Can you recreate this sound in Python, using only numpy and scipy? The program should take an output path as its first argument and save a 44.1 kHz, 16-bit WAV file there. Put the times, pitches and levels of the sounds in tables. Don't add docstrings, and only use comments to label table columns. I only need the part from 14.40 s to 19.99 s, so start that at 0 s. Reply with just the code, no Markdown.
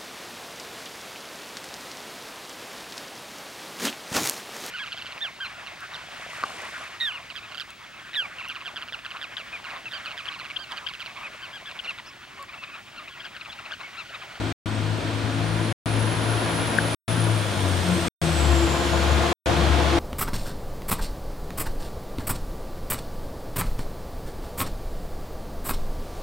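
import sys
import numpy as np
from scipy.fft import rfft, irfft, next_fast_len
from scipy.io import wavfile
from scipy.ndimage import map_coordinates

SR = 44100
rng = np.random.default_rng(int(sys.argv[2]) if len(sys.argv) > 2 else 0)


def log_audio(samples):
    frames = np.atleast_2d(samples).T
    limited = np.clip(frames, -1, 1)
    pcm = np.round(limited * 32767).astype(np.int16)
    wavfile.write(sys.argv[1], SR, pcm)


N = 246519
TIME = np.arange(N) / SR

# t/s, firing rate/Hz
FIRING_RATE = [(0, 107.3), (0.4, 106), (0.65, 107.6), (2.45, 110.8), (2.8, 113.3), (3.15, 99.7),
               (3.3, 92.4), (3.87, 81.23), (4.02, 73.44), (4.2, 70.86), (4.4, 72.66), (5.59, 72.3)]


def exhaust(cycles):
    # t/s, relative level/dB
    firing_tone = [(0.0, -28.5), (0.26, -34.5), (0.5, -24), (0.6, -30.5), (1.67, -24.0), (1.74, -32),
                   (1.87, -25.0), (2.08, -32.5), (2.41, -34), (2.48, -25.8), (2.56, -31.5), (2.92, -20),
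                   (3.13, -31.0), (3.24, -23.5), (3.78, -36.5), (4.11, -16.5), (4.45, -33.5), (4.52, -25.7),
                   (4.77, -21), (4.96, -33.5), (5.3, -19), (5.59, -25.5)]
    # multiple of firing rate, level at top speed/dB, at lowest speed/dB, flutter/dB, waver/rad
    orders = [(0.5, -51, -57.5, 3.5, .5), (1.5, -49, -44, 4, 0.38), (2, -45.5, -41.5, 3.5, .3),
              (2.5, -38, -51, 2.5, 0.32), (3, -38.5, -46, 4, .5), (4, -57.5, -44, 4, 0.58),
              (4.5, -56.5, -44, 4, 0.37)]
    drone_hz, drone_width_hz, drone_db = 171.8, 26, 13.5
    firing_hz, = curves(FIRING_RATE)
    tone_db, = curves(firing_tone)
    slow = labour()

    def order(multiple, waver_rad):
        return np.sin(2 * np.pi * (multiple * cycles + rng.random()) + waver_rad * wobble(16))

    boom = amp(tone_db + 0.8 * wobble(20)) * order(1, waver_rad=0.1)
    for multiple, fast_db, slow_db, flutter_db, waver_rad in orders:
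        level_db = fast_db + slow * (slow_db - fast_db) + flutter_db * wobble(9)
        level_db += drone_db * peak(multiple * firing_hz, drone_hz, drone_width_hz)
        boom += amp(level_db) * order(multiple, waver_rad)
    return np.sqrt(2) * amp(-1.7) * boom


def pipe(cycles):
    # f/Hz, width/Hz, relative level/dB
    modes = [(164.2, 14, -2), (350, 19, -2), (514.5, 23, -2), (689, 44, -2.5), (843, 30, -5),
             (1042, 23, -4.5)]

    def muffled(f):
        ring = sum(amp(db) * 1j * f * width / (hz**2 - f**2 + 1j * f * width) for hz, width, db in modes)
        return ring / (1 + (f / 1600) ** 4)

    gas = air() * puffs(cycles, depth=0.19, scatter_db=2.5)
    return load_gain(-42, effort_slope=1.4, labour_db=7.75) * unit(filtered(gas, muffled))


def hoots():
    # peak t/s, length/s, f/Hz, level/dB
    events = [(1.17, .3, 165, -29), (2.8, 0.28, 168.7, -28), (3.525, 0.13, 177.8, -19.5),
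              (3.68, .25, 334, -26.5), (3.87, .16, 162, -25), (4.239, .12, 337.4, -20),
              (5.17, .1, 166, -27), (5.547, 0.21, 333.2, -25)]
    held_hz = 341.5
    moan_s, moan_hz, fall_hz_per_s = 5.4, 306, 110

    def phase(hz, waver_rad):
        return 2 * np.pi * np.cumsum(hz * np.ones(N)) / SR + waver_rad * wobble(22)

    def note(hz, waver_rad):
        angle = phase(hz, waver_rad)
        return np.sin(angle) + amp(-20) * np.sin(2 * angle)

    held_gain = load_gain(-46, effort_slope=0.1, labour_db=16.4) * amp(1.1 * wobble(13))
    held = held_gain * note(held_hz, waver_rad=0.6)
    swells = sum(amp(db) * swell(s, length_s) * note(hz, 0.27) for s, length_s, hz, db in events)
    falling_hz = moan_hz - fall_hz_per_s * (TIME - moan_s)
    moan = amp(-30.5) * swell(moan_s, length_s=0.33) * np.sin(phase(falling_hz, waver_rad=0.44))
    return held + swells + moan


def block(cycles):
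    # f/Hz, relative density/dB
    rumble_spectrum = [(20, -28.5), (40, -19.5), (58, -2.5), (95, 3), (135, -2.5), (195, -2), (290, -0.5),
                       (380, -7.5), (600, -24.5), (2000, -87)]
    roar_spectrum = [(100, -36), (300, -6), (430, -4), (620, -2.5), (800, -6.5), (1400, -8.5), (2000, -15),
                     (3200, -26), (8000, -100)]
    clatter_spectrum = [(500, -41), (1300, -1), (2000, -0.5), (2600, -1.5), (3300, -0.5), (4200, -5),
                        (5200, -10), (7000, -15), (9500, -21.5), (12000, -34.5), (16000, -37.5)]
    hiss_spectrum = [(2500, -34), (5000, 1), (7500, -2.5), (9500, -4), (11000, -7.5), (13000, -13),
                     (16000, -23.5)]
    # t/s, relative level/dB
    hiss_level = [(0.0, -66), (0.36, -65.6), (2.62, -55), (2.79, -56), (3.76, -51), (5.59, -56.5)]
    hiss_db, = curves(hiss_level)
    rumble = load_gain(-33.5, effort_slope=0.28, labour_db=0) * rush(rumble_spectrum)
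    roar = load_gain(-31, effort_slope=0.79, labour_db=-1.6) * rush(roar_spectrum)
    clatter = load_gain(-35, effort_slope=0.51, labour_db=2.03) * rush(clatter_spectrum)
    clatter *= puffs(cycles, depth=0.034, scatter_db=0.2)
    hiss = amp(hiss_db + 11.5) * rush(hiss_spectrum)
    body = (rumble + roar) * puffs(cycles, depth=0.071, scatter_db=0.8)
    return covers(body + clatter, echo_db=-11.5) + hiss


def covers(x, echo_db, count=10):
    # f/Hz, width/Hz, gain/dB
    bands = [(304, 27, 1.5), (992, 50, 4.5), (1455, 78, 2.5), (1600, 70, 0.5), (1764, 50, 0.5),
             (1990, 130, -1.5), (2470, 180, 1), (2870, 200, -1), (3240, 450, 0), (3970, 120, -1),
             (4230, 220, 2.5)]
    delays_s = rng.uniform(0.003, 0.028, (count, 2, 1))
    signs = rng.choice([-1, 1], (count, 2, 1))

    def response(f):
        colour_db = sum(db * peak(f, hz, width_hz) for hz, width_hz, db in bands)
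        echoes = np.sum(signs * np.exp(-2j * np.pi * f * delays_s), axis=0) / np.sqrt(count)
        return amp(colour_db) * (1 + amp(echo_db) * echoes)

    return filtered(x, response)


def turbo(core_hz, skirt_hz, skirt_db, spread, waver_hz, flutter_db):
    # t/s, f/Hz, relative level/dB
    blade_tone = [(0.0, 8029.4, -59), (0.82, 8616.0, -57.5), (1.29, 9758.3, -47.5), (1.56, 9829.0, -43.5),
                  (1.86, 10066.7, -43), (2.81, 9801.3, -40.0), (3.1, 9294.3, -47.5), (3.54, 8488.1, -45.5),
                  (3.89, 8132.5, -43), (4.14, 7516.9, -40), (4.57, 6965.4, -49), (5.59, 6525.3, -59)]
    blade_hz, level_db = curves(blade_tone)

    def blur(half_width_hz):
        return unit(filtered(rng.standard_normal((2, 2, N)), lambda f: peak(f, 0, 2 * half_width_hz)))

    real, imag = unit(blur(core_hz) + amp(skirt_db) * blur(skirt_hz))
    angle = 2 * np.pi * np.cumsum(blade_hz + waver_hz * wobble(30)) / SR
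    mid, side = real * np.cos(angle) + imag * np.sin(angle)
    gain = amp(level_db + 0.5 + flutter_db * wobble(25))
    return gain * np.array([mid + spread * side, mid - spread * side])


def pip(start_s, pitch_hz, sag, rise_s, left_db, right_db):
    t = np.maximum(TIME - start_s, 0)
    age = t / rise_s
    angle = 2 * np.pi * pitch_hz * t * (1 - sag * np.minimum(age, 4))
    envelope = (age * np.exp(1 - age)) ** 4
    return amp([[left_db], [right_db]]) * envelope * (np.sin(angle) + amp(-30) * np.sin(3 * angle))


def valve(centre_hz, width_hz):
    # t/s, level/dB
    oil_level = [(0, -59.5), (1.3, -57), (3.2, -42), (4.1, -47), (5.59, -45)]
    oil_db, = curves(oil_level)
    return amp(oil_db) * unit(filtered(air(), lambda f: peak(f, centre_hz, width_hz)))


def labour():
    firing_hz, = curves(FIRING_RATE)
    return (firing_hz.max() - firing_hz) / np.ptp(firing_hz)


def load_gain(base_db, effort_slope, labour_db):
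    # t/s, relative level/dB
    effort = [(0.0, -37), (0.31, -39), (2.11, -29.5), (2.9, -32.5), (2.97, -33.5), (4.09, -29.5),
              (4.16, -29.5), (5.04, -26.5), (5.28, -27.5), (5.59, -26)]
    effort_db, = curves(effort)
    return amp(base_db + effort_slope * (effort_db - effort_db.mean()) + labour_db * labour())


def puffs(cycles, depth, scatter_db):
    sizes = np.interp(cycles, np.arange(1024), rng.standard_normal(1024))
    return unit(np.exp(depth * np.cos(2 * np.pi * cycles)) * amp(scatter_db * sizes))


def air():
    # f/Hz, left-right correlation
    correlation = [(60, 0.83), (250, 0.73), (500, .78), (800, 0.68), (1100, 0.43), (2000, 0.61),
                   (8000, 0.63), (12000, .78)]

    def mid_side(f):
        angle = np.arccos(along(correlation, f)) / 2
        return np.array([np.cos(angle), np.sin(angle)])

    mid, side = filtered(rng.standard_normal((2, N)), mid_side)
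    return np.array([mid + side, mid - side])


def rush(spectrum):
    return unit(filtered(air(), lambda f: amp(along(spectrum, f))))


def swell(peak_s, length_s):
    return 0.5 ** ((2 * (TIME - peak_s) / length_s) ** 2)


def peak(f, centre_hz, width_hz):
    return 1 / (1 + (2 * (f - centre_hz) / width_hz) ** 2)


def amp(db):
    return 10 ** (np.asarray(db) / 20)


def unit(x):
    return x / np.sqrt(np.mean(x ** 2) + 1e-20)


def along(points, hz):
    f, values = np.transpose(points)
    return np.interp(np.log(hz + 1), np.log(f + 1), values)


def curves(rows):
    times_s, *columns = np.transpose(rows)
    return [np.interp(TIME, times_s, column) for column in columns]


def wobble(knots_per_s):
    return map_coordinates(rng.standard_normal(int(N * knots_per_s / SR) + 4), [TIME * knots_per_s])


def filtered(x, response):
    size = next_fast_len(N + SR // 2)
    return irfft(rfft(x, size) * response(np.fft.rfftfreq(size, 1 / SR)), size)[..., :N]


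def scene():
    # f/Hz, left minus right/dB
    balance = [(60, 9), (125, 8), (260, 3.5), (500, 3), (1000, 2), (2000, 0.4), (4000, -1), (10000, -0.5)]
    firing_hz, = curves(FIRING_RATE)
    cycles = np.cumsum(firing_hz) / SR
    engine = exhaust(cycles) + pipe(cycles) + hoots() + block(cycles)
    engine += valve(centre_hz=3400, width_hz=860)
    engine = filtered(engine, lambda f: amp(np.outer([0.5, -0.5], along(balance, f))))
    whistle = turbo(core_hz=150, skirt_hz=560, skirt_db=-2.5, spread=0.45, waver_hz=45.1, flutter_db=1.3)
    blip = pip(start_s=2.3848, pitch_hz=1720, sag=0.03, rise_s=0.0027, left_db=-3.6, right_db=-14)
    return engine + whistle + blip


def record(dry):
    # start t/s, end t/s
    gaps = [(0.1256, 0.2582), (1.3267, 1.4583), (2.5473, 2.6798), (3.6834, 3.8159), (4.9295, 5.0588)]
    top_hz = 15900
    gate = np.ones(N)
    for start_s, end_s in gaps:
        gate[(TIME >= start_s) & (TIME < end_s)] = 0
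    return filtered(dry * gate, lambda f: f < top_hz)


dry = scene()
out = record(dry)
log_audio(out)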